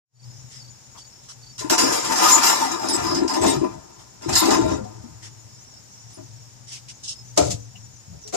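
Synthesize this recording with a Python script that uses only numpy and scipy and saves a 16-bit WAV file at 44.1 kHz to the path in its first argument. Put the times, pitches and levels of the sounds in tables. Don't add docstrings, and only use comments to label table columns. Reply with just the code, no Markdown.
import sys
import numpy as np
from scipy import signal
from scipy.fft import rfft, irfft, next_fast_len
from scipy.io import wavfile
from scipy.ndimage import uniform_filter1d, map_coordinates

SR = 44100
rng = np.random.default_rng(int(sys.argv[2]) if len(sys.argv) > 2 else 0)


def gain_from_decibels(decibels):
    exponent = np.asarray(decibels, float) / 20
    return 10 ** exponent


def inscribe(sig):
    pcm = np.round(np.clip(np.atleast_2d(sig).T, -1, 1) * 32767)
    wavfile.write(sys.argv[1], SR, pcm.astype(np.int16))


N = 368763
SIZE = next_fast_len(N + SR)
HZ, T = np.fft.rfftfreq(SIZE, 1 / SR), np.arange(N) / SR
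SEATED_S = 7


def read(points, hz=HZ):
    f, value = np.transpose(points)
    return np.interp(np.log(hz + 1), np.log(f + 1), value)


def modes(table):
    response = 0
    for k, (f, width, db) in enumerate(table):
        response = response + (-1) ** k * gain_from_decibels(db) / (1 + 2j * (HZ - f) / width)
    return response


def through(x, response):
    gain = np.sqrt(np.mean(abs(response) ** 2))
    return irfft(rfft(x, SIZE) * response / gain, SIZE)[..., :N]


def noise():
    return rng.standard_normal((2, N))


def wander(hz):
    x = irfft(rfft(rng.standard_normal(N), SIZE) * np.exp(-(HZ / hz) ** 2), SIZE)[:N]
    return x / x.std()


def bump(s, length, skew=0.47):
    out = np.zeros(N)
    span = slice(round(s * SR), round((s + length) * SR))
    out[span] = np.sin(np.pi * np.clip((T[span] - s) / length, 0, 1) ** skew) ** 2
    return out


def dying(s, t60, rise):
    out = np.zeros(N)
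    span = slice(round(s * SR), round((s + 2 * t60) * SR))
    u = np.maximum(T[span] - s, 0)
    out[span] = gain_from_decibels(-60 * u / t60) * (1 - np.exp(-u / rise))
    return out


def whistle(s, hz, length, db, width, pulses=0, pure=0, sag_hz=0):
    t = np.arange(round(length * SR)) / SR
    r = np.exp(-np.pi * width / SR)
    re, im = rng.standard_normal((2, 2, SR // 3))[..., :len(t)]
    fuzz = pure + signal.lfilter([np.sqrt(1 - r * r)], [1, -r], re + 1j * im)
    pulse = 1 + .5 * np.sign(pulses) * np.cos(2 * np.pi * pulses * t)
    swell = signal.windows.tukey(len(t), .6) * pulse
    carrier = np.exp(2j * np.pi * (hz + sag_hz * (.5 - .5 * t / length)) * t)
    return s, gain_from_decibels(db) * swell * (fuzz * carrier).real


def add(mix, s, sound):
    part = mix[:, round(s * SR):][:, :sound.shape[-1]]
    part += sound[..., :part.shape[1]]


def rocking(x, patchy_db, size=1024):
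    # (time [s], length [s], frequency [Hz], level [dB])
    group_swells = [(1.58, 0.57, 823, -6.5), (2.19, 0.26, 840, -4), (3.4, 0.26, 1170, -4), (3.62, .3, 410, -4),
                    (4.6, 0.33, 352, -5.5), (1.706, 0.53, 495, 11), (1.75, 0.28, 1230, 4), (1.73, 0.17, 3750, -1),
                    (2.11, 0.4, 1220, 3), (2.4, 0.22, 3750, -0.5), (3.8, 0.22, 700, 0), (3.25, 0.13, 4050, -3),
                    (3.36, 0.27, 1530, -8), (3.42, 0.13, 3700, 6.5), (4.309, 0.26, 4420, 5.5),
                    (4.32, 0.26, 5250, -3), (2.4, 0.3, 1490, -4), (4.15, 0.16, 800, -3), (4.25, 0.29, 1700, -1),
                    (4.691, 0.27, 520, 10), (4.729, .35, 950, 0)]
    reach = 0.12
    hz, t, z = signal.stft(x, SR, nperseg=size, noverlap=size * 3 // 4)
    patches = rng.standard_normal(z.shape[:0:-1]).T
    patches = uniform_filter1d(patches, size=3, axis=0)
    patches = uniform_filter1d(patches, size=10240 // size, axis=1)
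    patches *= np.linspace(.8, 1.8, len(patches))[:, None] / patches.std()
    group_db = 0
    for s, length, f, db in group_swells:
        group = np.exp(-((hz / f - 1) / reach) ** 2)
        group_course = np.sin(np.pi * np.clip((t - s) / length, 0, 1)) ** .5
        group_db = group_db + db * np.outer(group, group_course)
    z = z * gain_from_decibels(patchy_db * patches + group_db)
    return signal.istft(z, nperseg=size, noverlap=size * 3 // 4)[1][:, :N]


def yard():
    # (frequency [Hz], density [dB per Hz])
    wash_spectrum = [(15, -39), (25, -23), (49, -6.5), (113, -2), (457, -16.5), (804, -14.5), (1200, -19.5),
                     (3170, -22.5), (4500, -20.5), (5430, -9.5), (6210, -15), (6730, -12), (8500, -24),
                     (11200, -35), (14300, -49), (15500, -44)]
    # (time [s], level [dB], frequency [Hz])
    hum_track = [(0.1, -48, 120), (0.28, -43, 121.8), (1.02, -60, 121.6), (1.589, -49, 121),
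                 (3.6, -57.5, 113.7), (4.05, -58, 112), (4.85, -40.5, 110.2), (5.901, -58, 114.6),
                 (6.38, -45.5, 112.4), (6.661, -54, 120.1), (7.3, -48, 120.8), (7.55, -42, 113.3),
                 (7.64, -45, 109), (8.36, -59, 116.5)]
    wash = gain_from_decibels(-49.5 + 0.31 * wander(0.65)) * through(noise(), gain_from_decibels(read(wash_spectrum)))
    s, hum_db, hum_hz = np.transpose(hum_track)
    turn = 2 * np.pi * np.cumsum(np.interp(T, s, hum_hz)) / SR
    hum = (1.19 + wander(28)) * np.cos(turn) + 0.83 * wander(15.4) * np.sin(turn)
    return wash + gain_from_decibels(np.interp(T, s, hum_db) - 1.5) * hum


def buzz():
    whine_hz, width_hz, mains_hz = 14150, 110, 60.25
    turn = 2 * np.pi * mains_hz * T
    pulse = 1 + 0.2 * np.cos(turn) + 0.25 * np.cos(2 * turn)
    fuzz = .3 * through(noise(), modes([(whine_hz, width_hz / 3, 0)]) ** 2)
    tone = 1.3 * np.cos(2 * np.pi * np.cumsum(whine_hz + 15 * wander(30.1)) / SR)
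    return gain_from_decibels(-76.5) * pulse * (fuzz + tone)


def crickets():
    # (frequency [Hz], width [Hz], level [dB], pulse rate [1/s])
    chorus = [(6930, 27, -58.5, 13), (6780, 200, -64.5, 10), (5600, 2600, -63.5, 37)]
    # (time [s], frequency [Hz], length [s], level [dB])
    phrases = [(0.203, 5160, 0.22, -54), (0.315, 6020, .1, -57), (0.373, 5600, 0.1, -55),
               (0.627, 6170, .1, -63), (0.514, 5100, 0.13, -50), (0.725, 5100, 0.05, -59),
               (1.078, 5410, 0.17, -56), (1.508, 5400, .08, -54), (5.446, 5230, 0.19, -59.5),
               (5.567, 6200, 0.09, -56), (5.54, 5660, 0.2, -56), (5.689, 5400, 0.14, -53),
               (5.728, 4950, .07, -59), (5.849, 6100, 0.3, -60), (5.93, 5300, 0.085, -60),
               (6.1, 5130, 0.092, -57.5), (5.863, 5660, 0.31, -55.5), (6.184, 6170, 0.12, -58),
               (6.374, 5670, 0.17, -63), (6.313, 5530, 0.23, -58), (6.89, 6230, .1, -53.5),
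               (7.134, 5180, 0.1, -50), (7.228, 6090, 0.12, -51.5), (7.544, 6130, 0.15, -53),
               (7.752, 5730, 0.16, -54), (7.91, 6125, 0.092, -52.5), (7.923, 5950, .1, -71),
               (8.192, 6100, 0.13, -54.5), (8.211, 5630, 0.12, -47)]
    # (time [s], level [dB])
    chirps = [
        (0.152, -52),
        (0.603, -50),
        (0.968, -51),
        (1.423, -50),
    ]
    out = np.zeros((2, N))
    for hz, width, db, pulses in chorus:
        beat = np.cos(2 * np.pi * pulses * np.cumsum(1 + 0.0406 * wander(1.485)) / SR)
        throb = 1 + .9 * beat
        out += gain_from_decibels(db + 2.3 * wander(4.0)) * throb * through(noise(), modes([(hz, width, 0)]) ** 2)
    for s, hz, length, db in phrases:
        add(out, *whistle(s, hz, length, db + 0.5, 30, pulses=35.4, pure=.8, sag_hz=161))
    for s, db in chirps:
        for k in range(3):
            pulse_db = db + 0.8 * k - 2.5
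            add(out, *whistle(s + 0.0348 * k, 4555 + 25 * k, 0.032, pulse_db, 55, pure=1.5, sag_hz=-120))
    return out


def scuffs():
    # (time [s], level [dB], low part relative [dB], low part frequency [Hz], length [s])
    brushes = [(0.498, -32.5, -14, 2010, 0.13), (0.549, -46, -11.5, 521, 0.12),
               (0.947, -50.5, 12.5, 890, 0.066), (0.975, -30.5, -22, 717, 0.057),
               (1.222, -40.5, -24, 792, 0.12), (1.284, -28, -13.5, 1320, 0.066),
               (3.982, -38.5, -2.5, 968, 0.071), (5.22, -28, -11, 1920, 0.089),
               (5.723, -44, -5, 688, 0.069), (6.087, -39, -9.5, 701, 0.13), (6.669, -29.5, -17, 2010, 0.1),
               (6.713, -24, -14.5, 2460, 0.097), (6.881, -25, -16.5, 2380, 0.056),
               (7.03, -22.5, -40, 500, 0.072), (7.075, -17.5, -49.5, 2300, 0.079)]
    # (frequency [Hz], density [dB per Hz])
    hiss = [(710, -68), (1200, -30), (2210, -26), (2920, 0), (4340, 0), (5370, 8.5), (8980, -4.5),
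            (11200, -21), (15500, -60)]
    high = sum(gain_from_decibels(db - 13) * bump(s, 1.21 * length, skew=0.48) for s, db, _, _, length in brushes)
    out = through(high * rocking(noise(), patchy_db=3.0), gain_from_decibels(read(hiss)))
    for s, db, low_db, low_hz, length in brushes:
        add(out, *whistle(s - .01, low_hz, length, db + low_db - 11.0, 440))
    return out


def effort():
    # (time [s], length [s], speed of the feet [dB], weight on the frame [dB])
    lurches = [(1.608, 0.14, -41, -49.5), (1.695, 0.09, -20.5, -28.5), (1.769, 0.15, -22, -22.5),
               (1.856, 0.22, -23, -33.5), (2.025, 0.17, -29, -32.5), (2.085, 0.18, -23.5, -27.5),
               (2.174, 0.43, -17.5, -28), (2.408, 0.26, -21, -31), (2.564, 0.2, -24.5, -31.5),
               (2.676, 0.69, -30.5, -31.5), (2.81, 0.41, -32.5, -30.5), (2.948, 0.23, -31, -28.5),
               (3.074, 0.25, -35.5, -23.5), (3.288, 0.25, -28, -26.5), (3.408, 0.21, -24.5, -18),
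               (3.52, 0.32, -46, -36.5), (4.206, 0.15, -44, -41), (4.28, 0.11, -28.5, -25),
               (4.335, 0.13, -23, -67), (4.41, 0.23, -23, -19.5), (4.499, 0.17, -28, -19.5),
               (4.607, 0.21, -34, -21.5), (4.682, 0.11, -35, -27), (4.793, 0.12, -82, -42),
               (7.362, 0.21, -29, -41), (7.496, 0.075, -28.5, -54), (8.323, 0.2, -30, -25.5)]
    # (time [s], level [dB], length [s])
    landings = [(1.576, -44.5, 0.073), (2.936, -37.5, 0.48), (3.379, -32.5, 0.15), (3.503, -34, 0.21),
                (4.245, -33, 0.24), (4.582, -29, 0.32), (4.98, -42.5, 0.069), (5.098, -41.5, 0.049),
                (7.351, -29.5, 0.32), (7.67, -51, 0.41), (8.052, -41.5, 0.22), (1.685, -35, 0.056),
                (1.88, -41, 0.097), (2.06, -40, 0.08), (2.307, -59, .12), (3.7, -45, 0.19)]
    power = sum(gain_from_decibels(2 * np.c_[[speed, weight]]) * bump(s, length) for s, length, speed, weight in lurches)
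    speed_db, weight_db = 10 * np.log10(power + 1e-12)
    by_speed = 0.88
    tubes_db = -0.5 + by_speed * speed_db + (1 - by_speed) * weight_db
    fine_db = -13 + 0.35 * (speed_db - weight_db) + 0.31 * np.maximum(speed_db, -40)
    thumps = sum(gain_from_decibels(db) * bump(s, length) for s, db, length in landings)
    ground = np.hypot(gain_from_decibels(-2.5 + 1.96 * weight_db), thumps)
    return gain_from_decibels(speed_db), gain_from_decibels(tubes_db), gain_from_decibels(weight_db), ground, gain_from_decibels(fine_db)


def stick_slip():
    # (time [s], level [dB], decay t60 [s])
    breaks = [(1.58, -15, 0.21), (1.591, -10, 0.18), (1.6977, 4.5, 0.21), (1.779, 4, 0.39), (1.92, -4, 0.7),
              (2.003, -27, 0.055), (2.0434, -6, 0.33), (2.120, -8, 0.19), (2.156, -4.5, 0.23),
              (2.181, -8, .1), (4.676, -27, 0.088), (4.842, -27, 0.095), (3.64, -29, 0.16),
              (2.432, 3, 0.64), (2.716, -6.5, 0.1), (2.938, -13, 0.12), (3.048, -23, 0.12),
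              (3.147, -6, 0.18), (3.336, -10, 0.21), (3.414, -14.5, 0.25), (3.464, -2.5, 0.32),
              (3.592, -27, 0.12), (4.289, -13, 0.42), (4.328, -1.5, 0.19), (2.285, 5, 0.3),
              (2.4645, -1, 0.2), (2.886, -3, 0.16), (3.278, -6, 0.11), (4.22, -22, 1), (4.353, 5, 0.31),
              (4.455, -6, 0.12), (4.506, -0.5, 0.19), (7.375, 3.5, 0.12), (7.506, -12, 0.2),
              (8.275, -20.5, 0.13), (8.336, -22, 0.28)]
    slips = sum(gain_from_decibels(db - 14.5) * dying(s, t60, 0.0024) for s, db, t60 in breaks)
    snaps = sum(gain_from_decibels(db - 13.5) * dying(s, 0.038, 0.00027) for s, db, _ in breaks)
    stuck = np.ones(N)
    for s, _, _ in breaks:
        stuck *= 1 - 0.27 * (T < s) * np.exp(np.minimum(T - s, 0) / 0.016)
    judder = stuck * gain_from_decibels(1.38 * wander(25.5) + 1.0 * wander(110) + 2.14 * wander(610))
    return slips, judder, snaps


def knocks():
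    # (time [s], level [dB], decay t60 [s])
    pushes = [(1.605, -16.5, 0.041), (1.641, -24.5, 0.079), (1.701, -6.5, 0.065), (1.831, -26, 0.055),
              (3.221, -22.5, 0.14), (3.246, -23.5, 0.04), (3.432, -25, 0.041), (3.608, -16.5, 0.11),
              (3.635, -13, 0.089), (4.259, -25, 0.043), (5.03, -37.5, 0.11), (6.169, -36.5, 0.17),
              (7.368, -18, 0.29), (8.12, -49, 0.15), (8.257, -50, 0.098)]
    return sum(gain_from_decibels(db + 4.0) * dying(s, t60, 0.012) for s, db, t60 in pushes)


def scraping_feet(grit, fine_force):
    # (frequency [Hz], width [Hz], level [dB])
    foot_modes = [(2820, 8.3, -17), (3777, 40, 2), (5000, 42, 2), (5082, 115, 4.5), (5230, 1930, -8),
                  (6200, 83, -13), (6960, 21, 6), (7630, 110, -2), (8540, 52, -5.5), (9510, 42, 2),
                  (9900, 580, -16.5), (11900, 140, -12.5), (4040, 32, -10), (13310, 340, -8)]
    # (frequency [Hz], density [dB per Hz])
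    grit_spectrum = [(880, -19), (1500, -4), (3350, -7.5), (3880, -3), (4300, -13.5), (5100, 4), (9820, -7),
                     (10600, -55), (13800, -23), (14700, -13), (15600, -29)]
    lattice = rfft(rng.standard_normal(N) * dying(0, .09, 0.00059), SIZE)
    lattice = .5 + lattice / np.sqrt(np.mean(abs(lattice) ** 2))
    foot = modes(foot_modes) + lattice * gain_from_decibels(read(grit_spectrum) - 8.5)
    fine = 1 / (1 + (9000 / (HZ + 1)) ** 12)
    return through(grit, foot * (1 - fine)) + through(grit * fine_force, foot * fine)


def pinned_feet(grit, cracks):
    # (frequency [Hz], density [dB per Hz])
    pressed = [(710, -29), (1200, -13), (1440, -16), (1600, -16), (5000, 2.5), (7080, 5.5), (8570, -6),
               (13900, -27), (15000, -22)]
    response = gain_from_decibels(read(pressed))
    return gain_from_decibels(3.0) * through(grit * (T > SEATED_S), response) + through(cracks, response)


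def ringing_tubes(shake, steep):
    # (frequency [Hz], width [Hz], level [dB])
    tube_modes = [(604, 195, -5.5), (726, 28, 3.5), (802, 29, -1), (854, 9.5, -4.5), (903.3, 13, 1.5),
                  (962, 16, -2), (1005, 19, 5), (1085, 20, -5.5), (1167, 8.8, -1.5), (1248.6, 22, -0.5),
                  (1380.5, 15.3, -2.5), (1426, 12, -16), (1440, 400, -13), (1804, 200, -11), (1983, 27, -9),
                  (2392, 29, -9.5), (2562, 45, -12.5)]
    # (frequency [Hz], width [Hz], level [dB])
    further_modes = [(915, 40, 1.5), (1045, 17, -8.5)]
    return through(shake * (T < SEATED_S), (modes(tube_modes) + modes(further_modes)) * steep)


def swaying_frame(push):
    # (frequency [Hz], width [Hz], level [dB])
    sway_modes = [(193.5, 9.7, -8.5), (275, 20.6, -0.5), (313, 58.4, -1.5), (336, 33, 3), (424.6, 11.7, -7),
                  (456, 19.6, -14.5), (634.2, 16, -7)]
    return through(push * (T < SEATED_S), modes(sway_modes) / (1 + (160 / (HZ + 1)) ** 4))


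def loaded_seat(press, push, steep):
    # (frequency [Hz], width [Hz], level [dB])
    seat_modes = [(479, 6.6, 17.5), (588, 24, 13), (703, 12, 13), (794, 24, 3), (915, 15, -14),
                  (990, 17, -3), (1240, 60, -9.5), (1375, 86, -7), (2400, 260, -19.5)]
    # (frequency [Hz], width [Hz], level [dB])
    sag_modes = [(162, 15, -7), (306, 22, 0), (416, 31, -2.5)]
    seat = gain_from_decibels(8.0) * through(press * (T > SEATED_S), modes(seat_modes) * steep)
    return seat + through(push * (T > SEATED_S), modes(sag_modes) * HZ / (HZ + 200))


def ground_thud(force):
    ground = modes([(63.7, 17.0, 6.5), (77.7, 48, 5.5), (132, 57, 2.5), (197.0, 22, 0.0)])
    return through(force * noise(), ground / (1 + (45 / (HZ + 1)) ** 4))


def ringing(x):
    tail = rfft(noise() * dying(0.024, 1.8, 0.009), SIZE) * modes([(830, 1800, 0)])
    return gain_from_decibels(-28.0) * through(x, tail)


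def flexing(x):
    at = np.arange(N) + 0.000201 * SR * wander(4.12)
    return np.array([map_coordinates(side, [at], order=3) for side in x])


def chair():
    speed, tube_force, weight, ground, fine_force = effort()
    slips, judder, snaps = stick_slip()
    blows = knocks()
    grains = noise() * gain_from_decibels(2.28 * np.minimum(rng.exponential(1, N), 5) - 8.0)
    grit = np.hypot(speed * judder, slips) * grains
    feet = scraping_feet(grit, fine_force)
    pinned = pinned_feet(grit, snaps * grains)
    shake = np.sqrt((tube_force * judder) ** 2 + (0.09 * slips) ** 2 + (0.21 * blows) ** 2) * noise()
    steep = 1 / (1 + (420 / (HZ + 1)) ** 4)
    tubes = ringing_tubes(shake, steep)
    push = np.hypot(weight * gain_from_decibels(2.0 * wander(24)), blows) * noise()
    sway = swaying_frame(push)
    seat = loaded_seat(np.hypot(weight, blows) * grains, push, steep)
    thud = ground_thud(ground)
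    loose_feet = rocking(feet * (T < SEATED_S), patchy_db=3.0, size=512)
    bent = flexing(loose_feet + rocking(tubes, patchy_db=3.5))
    rung = ringing(tubes + .5 * sway)
    return gain_from_decibels(0.5) * (bent + pinned + rung + rocking(sway, patchy_db=1.4) + seat + thud)


def bongs():
    # (time [s], level [dB], frequency [Hz], decay t60 [s])
    strikes = [(1.644, -17, 303, 0.083), (1.835, -12.5, 274, 0.073), (2.944, -17.5, 355, 0.11),
               (3.133, -22.5, 283, 0.08), (3.22, -8, 312, 0.066), (3.247, -9, 330, 0.087),
               (3.613, -11, 328, 0.13), (3.631, -12, 347.5, 0.12), (4.259, -18, 335, 0.12),
               (4.419, -12.5, 325, 0.084), (4.806, -26, 210, 0.21), (4.849, -36, 220, 0.17),
               (5.038, -30, 235, 0.15), (6.17, -39, 334.5, 0.21),
               (3.564, -23, 138, 0.19), (3.638, -23.5, 1005, 0.17), (3.709, -33, 117, 0.14),
            (4.85, -32.5, 740, 0.17), (6.175, -40, 637, 0.13), (6.175, -51, 990, 0.13),
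            (7.54, -24, 112, 0.33), (7.748, -43, 750, .06), (8.25, -40.5, 426, 0.34),
            (4.78, -29.5, 522, 0.29), (1.62, -32, 1017, 0.27)]
    # (frequency [Hz], level [dB], decay t60 [s])
    landing = [(172, -6.5, 0.34), (285.5, -6, 0.55), (393, -19, 0.29), (529, -3, 0.4), (608, 11, 0.22),
               (700, 2, 0.21), (792, -8, 0.2), (882, -2, 0.25), (1034, -9, 0.18), (1233, -1.5, 0.073),
               (1380, -16.5, 0.11)]
    landing_s, landing_db = 7.372, -21.5
    rings = strikes + [(landing_s, db + landing_db, hz, t60) for hz, db, t60 in landing]
    out = np.zeros((2, N))
    t = np.arange(SR // 3) / SR
    for s, db, hz, t60 in rings:
        decay = gain_from_decibels(db - 1.0 - 60 * t / t60) * (1 - np.exp(-t / 0.0021))
        add(out, s, decay * np.sin(2 * np.pi * (hz * t + rng.random())))
    return out


def squeaks():
    # (time [s], level [dB], frequency [Hz], length [s])
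    chatters = [(2.618, -30, 5100, .3), (2.88, -21, 9560, 0.048), (2.864, -15.5, 5100, 0.12),
                (2.922, -11.5, 7730, 0.055), (3.003, -19, 5080, 0.24), (3.268, -19.5, 4980, 0.076),
                (3.337, -19.5, 5200, 0.038), (3.405, -19, 7960, 0.046), (3.466, -16.5, 8400, 0.065),
                (3.1, -31, 3980, 0.033), (6.125, -43.5, 9600, 0.06), (7.747, -38.5, 2860, 0.037),
                (4.517, -36, 3780, 0.3), (11, -40, 7670, 0.035), (1.78, -30, 4400, .05),
                (2.282, -10, 6350, .035), (2.3, -2, 6940, 0.082), (4.36, -18, 4750, .07),
                (4.508, -16.5, 5200, 0.064), (4.6, -32.5, 6100, 0.063), (4.68, -31.5, 5900, 0.092),
                (4.56, -29, 7200, 0.078), (2.94, -41, 7800, 0.089), (3.33, -33, 9570, 0.048)]
    out = np.zeros((2, N))
    for s, db, hz, length in chatters:
        add(out, *whistle(s, hz, length, db - 9.5, 92))
    return out


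def ports(pair, phase, balance, same):
    a, b = rfft(pair, SIZE)
    c = np.clip(read(same), 0, 1)
    tilt = gain_from_decibels(read(balance) / 2)
    turn = np.exp(1j * np.interp(HZ, *np.transpose(phase)))
    left = tilt * turn * (c * a + np.sqrt(1 - c ** 2) * b)
    return irfft(np.array([left, a / tilt]), SIZE)[:, :N]


def scene():
    # (frequency [Hz], coherence [0-1])
    chair_ports = [
        [(0, -0.5), (1030, -5.5), (2070, -12), (2840, -21.5), (4820, -27), (5080, -27.5), (7490, -34.5), (8100, -41), (9130, -40), (10200, -36.5), (10900, -38), (11600, -27.5), (14500, -12.5), (15200, -17)],
        [(60, 5.5), (300, 6), (700, 5.5), (1400, 7), (3000, 6.5), (5500, -3.5), (8000, 11.5), (11000, -17), (14000, -11)],
        [(100, 1), (500, 0.88), (1400, 0.8), (3000, 0.083), (8000, 0.14), (14000, 0.57)],
    ]
    yard_ports = [
        [(0, -1), (600, -2), (1210, -10.5), (3010, -12), (5170, -30.5), (5680, -35), (7580, -46), (8350, -61.5), (10500, -49.5), (11300, -71.5), (12100, -41.5), (12800, -43), (14100, -47.5), (15200, -77)],
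        [(60, 4), (110, 5), (200, 4.5), (380, 6.5), (700, 6.5), (1290, 6), (2380, 4.5), (4400, -2.5), (8120, 7), (15000, -21.5)],
        [(100, 1), (400, 0.72), (1500, 0.043), (6000, 0.085), (14000, 0.27)],
    ]
    far = ports(yard() + buzz() + crickets(), *yard_ports)
    near = ports(scuffs() + chair() + bongs() + squeaks(), *chair_ports)
    return near + far


def masked(x):
    # (frequency [Hz], level under the whole sound [dB])
    threshold = [(1500, -66), (2200, -54), (4500, -52), (5000, -62), (8500, -58), (10500, -46),
                 (12000, -47.5), (12800, -59), (14400, -60), (14900, -53), (16000, -52)]
    hz, t, z = signal.stft(x, SR, window="cosine", nperseg=2048, noverlap=1024)
    power = (abs(z[:, :1024]) ** 2).mean(0)
    band_db = 10 * np.log10(power.reshape(128, 8, -1).mean(1) + 1e-16)
    whole_db = 5 * np.log10(power.sum(0) * power[70:].sum(0) + 1e-30)
    edge_db = read(threshold, hz[4:1024:8])[:, None] + whole_db
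    edge_db = edge_db + 0.26 * (whole_db + 28)
    edge_db = edge_db + 3.2 * rng.standard_normal(band_db.shape[::-1]).T
    keep = 1 / (1 + gain_from_decibels(np.clip(30 * (edge_db - band_db), -60, 60)))
    keep = np.repeat(keep, 8, axis=0)
    z = z * np.r_[keep, keep[-1:]]
    return signal.istft(z, SR, window="cosine", nperseg=2048, noverlap=1024)[1][:, :N]


def low_pass(x):
    return signal.sosfilt(signal.butter(12, 15710, fs=SR, output="sos"), x)


def record(dry):
    # (time [s], level [dB])
    fade = [
        (0.05, -64),
        (.15, -20),
        (.25, -2.5),
        (.35, -0.5),
    ]
    top = gain_from_decibels(read([(14300, -0.5), (14800, -7), (16000, -9)]))
    dull = irfft(rfft(dry, SIZE) * top, SIZE)[:, :N]
    mix = masked(np.tanh(dull)) * gain_from_decibels(np.interp(T, *np.transpose(fade)))
    return low_pass(mix)


dry = scene()
out = record(dry)
inscribe(out)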